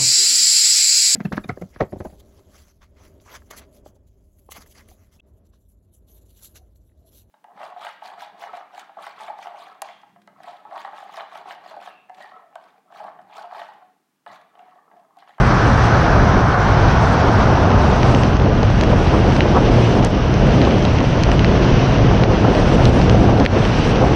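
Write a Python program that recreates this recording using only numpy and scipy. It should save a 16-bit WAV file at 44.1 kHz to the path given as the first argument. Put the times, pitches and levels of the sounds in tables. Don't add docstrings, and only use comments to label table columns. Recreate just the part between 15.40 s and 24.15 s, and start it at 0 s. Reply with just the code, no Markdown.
import sys
import numpy as np
from scipy import signal
from scipy.fft import rfft, irfft, next_fast_len
from scipy.io import wavfile
from scipy.ndimage import uniform_filter1d, minimum_filter1d, map_coordinates

SR = 44100
rng = np.random.default_rng(int(sys.argv[2]) if len(sys.argv) > 2 else 0)


def generate_wav(sig):
    pcm = np.round(np.clip(np.atleast_2d(sig).T, -1, 1) * 32767).astype(np.int16)
    wavfile.write(sys.argv[1], SR, pcm)


N = 385875

# (time [s], rush level [dB], buffeting level [dB])
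WIND_LEVELS = [(0.0, -22.5, -11), (0.14, -23.5, -15), (0.97, -18.5, -14.5), (1.17, -23, -18),
               (1.34, -19.5, -14.5), (3.19, -19, -14), (3.36, -29, -13), (3.43, -16, -15),
               (3.7, -20.5, -15), (3.73, -16, -19), (4.66, -16.5, -15.5), (4.75, -22, -20),
               (5.09, -17.5, -15), (5.68, -20, -16.5), (6.2, -18, -15.5), (6.75, -16.5, -16.5),
               (7.1, -16, -17), (7.85, -16, -13.5), (8.28, -20, -19.5), (8.63, -15.5, -16),
               (8.75, -16, -21)]
# (frequency [Hz], density [dB per Hz])
BUFFET_SPECTRUM = [(14, -31), (30, -6), (60, -2.5), (150, -8.5), (300, -21), (700, -28), (1500, -70)]
RUSH_SPECTRUM = [(80, -2), (200, 2.5), (350, -1), (700, -6.5), (1100, -16), (2000, -30), (5000, -72)]
# (mean frequency [Hz], width [Hz], level against open-air buffeting [dB])
BODY_BOOM = (119, 32, -5)
# (middle [s], rms at the top [dB], rise and fall [s], centre [Hz])
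EDDY_SLAPS = [(3.008, -14.5, .009, 602), (3.065, -12, 0.0064, 593), (3.235, -12, 0.0078, 644),
              (3.303, -15.5, .003, 675), (3.533, -7.5, .004, 682), (3.745, -11.5, 0.018, 730),
              (4.061, -11.5, .007, 654), (4.17, -9, 0.022, 846), (4.384, -8.5, 0.0037, 653),
              (4.705, -17.5, .009, 614), (5.274, -7, 0.0034, 646), (5.613, -13.5, 0.0052, 794),
              (5.643, -12, 0.0037, 580), (6.714, -14.5, 0.0037, 800), (6.738, -18.5, 0.0085, 617),
              (7.05, -8.5, 0.0045, 766), (7.085, -8.5, 0.0027, 740), (7.477, -16.5, 0.0067, 675),
              (7.6, -11.5, 0.0074, 600), (7.747, -9.5, 0.0035, 660), (7.893, -8.5, .005, 753),
              (8.008, -12, 0.011, 580), (8.147, -15, 0.0057, 610), (8.636, -10, 0.017, 736)]
# (time [s], level [dB], lift of its upper part [dB])
ROAR_LEVELS = [(0.0, -20, 3.5), (1.24, -20, 0.5), (2.07, -19.5, -5.5), (2.51, -20, -17), (2.82, -21.5, -21),
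               (2.95, -26.5, -3), (3.2, -29, 3.5), (4.5, -31.5, 1), (8.75, -29, 1.5)]
# (frequency [Hz], density [dB per Hz])
TYRE_SPECTRUM = [(300, -19), (700, -3), (1000, -5), (1550, -7.5), (1900, -17.5), (2400, -25.5), (3200, -53),
                 (6000, -53.5)]
# (time [s], hiss level [dB], finest fizz level [dB])
SPRAY_LEVELS = [(0.0, -32, -56), (0.46, -30, -55.5), (0.85, -32, -61), (1.14, -33.5, -61),
                (1.51, -30.5, -58), (2.36, -33, -59.5), (2.7, -31.5, -53), (2.9, -34.5, -60),
                (3.05, -36.5, -69), (3.3, -35.5, -65), (3.42, -34, -61), (3.55, -34, -58), (3.68, -33, -57),
                (4.12, -33.5, -60.5), (4.48, -32, -56.5), (4.63, -33.5, -58), (4.87, -36, -69),
                (5.12, -32, -55), (5.24, -31.5, -56), (5.51, -34, -62), (5.95, -34, -62.5),
                (6.29, -31.5, -63), (6.99, -33.5, -63), (7.34, -31.5, -55), (7.99, -34.5, -60.5),
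                (8.43, -31, -55), (8.75, -34.5, -61)]
# (frequency [Hz], density [dB per Hz])
SPRAY_SPECTRUM = [(900, -4), (1900, -1), (2900, -4.5), (3700, -8), (4700, -10), (6000, -10), (6900, -26),
                  (8000, -62)]
FIZZ_SPECTRUM = [(5500, -26), (6900, -9.5), (8500, -13), (9400, -17.5), (10100, -28.5), (12000, -69)]
# (time [s], then strike level [dB] of each mode group: lowest, second, third, fourth, top)
LARGE_DROPS = [(2.6314, -10.5, -23, -18.5, -21.5, -40), (2.7481, -13.5, -12, -26, -19.5, -40),
               (2.8348, -13, -21, -28.5, -21, -40), (3.2309, -22.5, -28, -20, -21.5, -52),
               (3.4113, -14.5, -18, -16, -16.5, -28), (3.4359, -11.5, -26.5, -21, -24, -28),
               (3.965, -17, -31, -21, -22, -55), (4.0066, -4, -10.5, -14, -25, -51.5),
               (4.6483, -28.5, -29.5, -25.5, -15, -11), (4.884, -33, -32, -36, -31, -37.5),
               (4.941, -29, -28, -26.5, -20, -42), (5.069, -24.5, -27.5, -31, -34, -42.0),
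               (5.2164, -12, -16.5, -14.5, -25, -35.5), (5.2506, -17, -19, -20.5, -26.5, -39.5),
               (5.4257, -30.5, -31.5, -26, -21.5, -53.0), (5.4517, -21.5, -16.5, -15, -21, -35),
               (5.586, -16.5, -16, -31, -27.5, -49.5), (5.6045, -19, -25.5, -25, -31, -45),
               (5.8356, -13.5, -18.5, -16, -12.5, -23), (5.9166, -10, -19, -22, -17, -29.5),
               (5.9937, -15, -11.5, -18.5, -23.5, -37), (6.046, -6.5, -19.5, -13, -26.5, -43),
               (6.8366, -10.5, -17.5, -14, -29.5, -49), (7.1504, -13.5, -24, -21, -36.0, -39),
               (7.4544, -17, -14.5, -11.5, -14, -34.5), (7.6157, -14, -22.5, -19, -27, -40),
               (7.6968, -12, -14.5, -16.5, -14.5, -47.0), (8.0001, -17.5, -25.5, -18, -19.5, -43),
               (8.052, -14, -19, -25, -24, -30.5), (8.0621, -0.5, -13, -9.5, -28, -24.5),
               (8.2524, -12.5, -16, -26.5, -28, -53.5)]
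# (group 0 lowest to 4 top, mean frequency [Hz], level over the strike [dB], T60 [s])
SHELL_MODES = [(0, 1880, 4, .006), (0, 2300, 2, .005), (1, 3050, 7, .005), (2, 4150, 7.5, .005),
               (3, 5100, 3, .004), (3, 6200, 3.5, .005), (4, 7600, 9, .002), (4, 9300, 9, .002)]
# (frequency [Hz], gain [dB])
SHELL_GAIN = [(20, -3), (6300, -5.5), (7200, -14.5), (10500, -14), (12000, -30), (15800, -50), (22000, -57)]
# (time [s], level before colouring [dB])
DROP_SNAPS = [(4.6483, -27), (7.4541, -31), (8.0621, -27)]
# (frequency [Hz], gain [dB])
SNAP_SPECTRUM = [(8000, -12), (10000, 1), (15800, -7.5)]
# (start [s], depth without recovery [dB])
GAIN_DIPS = [(2.96, 4), (4.19, 3), (4.67, 8), (5.38, 4), (5.7, 1), (6.84, 12), (7.49, 8), (7.91, 3),
             (8.066, 14)]

GUST_DB, GUSTS_PER_S = 1, 9
TUNNEL_CALM_DB = -3.5
BOOM_WANDER, BOOM_SWELL_DB = .06, 2
SLAP_WIDTH, SLAP_TOP = 2, 1.52
SNAP_T60_S = .0015
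DIP_FALL_S, DIP_RECOVER_S = 0.027, 0.043
TOP_HZ = 15800


def amp(db):
    return 10 ** (np.asarray(db) / 20)


def unit(x):
    return x / np.sqrt(np.mean(x ** 2) + 1e-20)


def curves(rows):
    times, *columns = np.transpose(rows)
    return [np.interp(np.arange(N) / SR, times, column) for column in columns]


def wobble(rate):
    knots = rng.standard_normal(int(N * rate / SR) + 4)
    return map_coordinates(knots, [np.arange(N) * rate / SR])


def filtered(x, response):
    m = next_fast_len(N + 8192)
    return irfft(rfft(x, m) * response(np.fft.rfftfreq(m, 1 / SR)), m)[..., :N]


def colour(spectrum):
    hz, db = np.transpose(spectrum)
    return lambda f: amp(np.interp(np.log(f + 1), np.log(hz), db, left=-120, right=-120))


def resonance(hz, width):
    return lambda f: 1j * f * width / (hz * hz - f * f + 1j * f * width)


def noise(spectrum, patchy_db, flutter_db, flutter_hz):
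    z = signal.stft(rng.standard_normal(N + 512), nperseg=512)[2]
    field = uniform_filter1d(rng.standard_normal(z.shape), size=5, axis=0)
    field = uniform_filter1d(field, size=8, axis=1)
    patchy = signal.istft(z * amp(patchy_db * unit(field)), nperseg=512)[1][:N]
    return unit(filtered(patchy * amp(flutter_db * wobble(flutter_hz)), colour(spectrum)))


def openness():
    return np.clip((np.arange(N) / SR - 1.6) / 2.3, 0, 1)


def buffeting(level_db):
    broad = noise(BUFFET_SPECTRUM, patchy_db=.8, flutter_db=1.5, flutter_hz=6)
    low = amp(TUNNEL_CALM_DB * (1 - openness())) * broad + bodywork()
    power = np.abs(uniform_filter1d(low ** 2, size=1300))
    low = low / (power + .15) ** .22
    return amp(level_db) * unit(low)


def bodywork():
    hz, width, boom_db = BODY_BOOM
    slow = filtered(rng.standard_normal((2, N)), lambda f: 1 / (1 + (2 * f / width) ** 2))
    phase = 2 * np.pi * np.cumsum(hz * (1 + BOOM_WANDER * wobble(2))) / SR
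    band = slow[0] * np.cos(phase) + slow[1] * np.sin(phase)
    return amp(boom_db) * unit(amp(BOOM_SWELL_DB * wobble(3.6)) * band)


def wind_rush(level_db, eddies):
    rush = noise(RUSH_SPECTRUM, patchy_db=1.0, flutter_db=1.0, flutter_hz=24.64)
    return amp(level_db + 0.17 * eddies) * rush


def slaps():
    out, half = np.zeros(N + SR), SR // 10
    t, f = np.arange(-half, half) / SR, np.fft.rfftfreq(2 * half, 1 / SR)
    for middle_s, db, swell_s, hz in EDDY_SLAPS:
        swell = np.exp(-(t / swell_s) ** 2)
        response = resonance(hz, SLAP_WIDTH * hz)(f) ** 2 / (1 + (f / (SLAP_TOP * hz)) ** 6)
        slap = swell * irfft(rfft(rng.standard_normal(2 * half)) * response)
        slap = slap * np.linalg.norm(swell) / np.linalg.norm(slap)
        out[round(middle_s * SR) - half:][:2 * half] += amp(db) * slap
    return out[:N]


def tyre_roar(eddies):
    roar_db, tilt_db = curves(ROAR_LEVELS)
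    roar = noise(TYRE_SPECTRUM, patchy_db=0.73, flutter_db=0.02, flutter_hz=18)
    roar = amp(0.15 * eddies) * roar
    upper = filtered(roar, lambda f: f ** 4 / (f ** 4 + 1600 ** 4))
    return amp(roar_db) * (roar + (amp(tilt_db) - 1) * upper)


def road_spray(eddies):
    spray_db, fizz_db = curves(SPRAY_LEVELS)
    spray = noise(SPRAY_SPECTRUM, patchy_db=0.83, flutter_db=0.63, flutter_hz=39.6)
    spray = amp(0.11 * eddies) * spray
    spray = spray + 0.73 * openness() * filtered(spray, resonance(2890, 750))
    fizz = noise(FIZZ_SPECTRUM, patchy_db=3.0, flutter_db=2.0, flutter_hz=39.9)
    return amp(spray_db) * spray + amp(fizz_db + 1.0 * eddies) * fizz


def wind_and_road():
    rush_db, buffet_db = (db + GUST_DB * wobble(GUSTS_PER_S) for db in curves(WIND_LEVELS))
    eddies = wobble(14)
    wind = buffeting(buffet_db) + wind_rush(rush_db, eddies)
    return wind + tyre_roar(eddies) + road_spray(eddies)


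def knock(strike_db):
    t, ring = np.arange(SR // 40) / SR, 0
    for k, (group, hz, db, t60) in enumerate(SHELL_MODES):
        level_db = strike_db[group] + db + rng.normal(0, 1) - 60 * t / t60
        sign = -(-1) ** max(k, 1)
        ring = ring + sign * amp(level_db) * np.sin(2 * np.pi * hz * rng.normal(1, .03) * t)
    return ring * (1 - np.exp(-(t / .00014) ** 2))


def rain():
    out = np.zeros(N + SR)
    small = [(rng.uniform(1.2, N / SR), *rng.normal([-24, -28, -30, -35, -62], 3)) for _ in range(40)]
    for s, *strike_db in list(LARGE_DROPS) + small:
        tick = knock(strike_db)
        out[round(s * SR):][:len(tick)] += tick
    return out[:N]


def snaps():
    out, t = np.zeros(N + SR), np.arange(SR // 100) / SR
    for s, db in DROP_SNAPS:
        out[round(s * SR):][:len(t)] += amp(db - 60 * t / SNAP_T60_S) * rng.choice([-1, 1], len(t))
    return filtered(out[:N], colour(SNAP_SPECTRUM))


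def dips():
    t, loss_db = np.arange(N) / SR, 0
    for s, depth_db in GAIN_DIPS:
        after = np.maximum(t - s, 0)
        fall = 1 - np.exp(-after / DIP_FALL_S)
        loss_db = loss_db + depth_db * fall * np.exp(-(after / DIP_RECOVER_S) ** 2)
    return amp(-loss_db)


def scene():
    background = dips() * wind_and_road()
    through_shell = filtered(slaps() + rain(), colour(SHELL_GAIN))
    return (background + through_shell + snaps())[None]


def record(dry):
    power = uniform_filter1d(uniform_filter1d(dry ** 2, size=1500, axis=-1), size=700, axis=-1)
    hot = amp(1.5) * dry * (np.abs(power) / amp(-24) + .05) ** -.06
    needed = np.minimum(1, amp(-.3) / (np.abs(hot) + 1e-9))
    gain = minimum_filter1d(needed, size=900, origin=150, axis=-1)
    for _ in range(3):
        gain = uniform_filter1d(gain, size=180, axis=-1)
    return filtered(hot * gain, lambda hz: hz < TOP_HZ)


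dry = scene()
out = record(dry)
generate_wav(out)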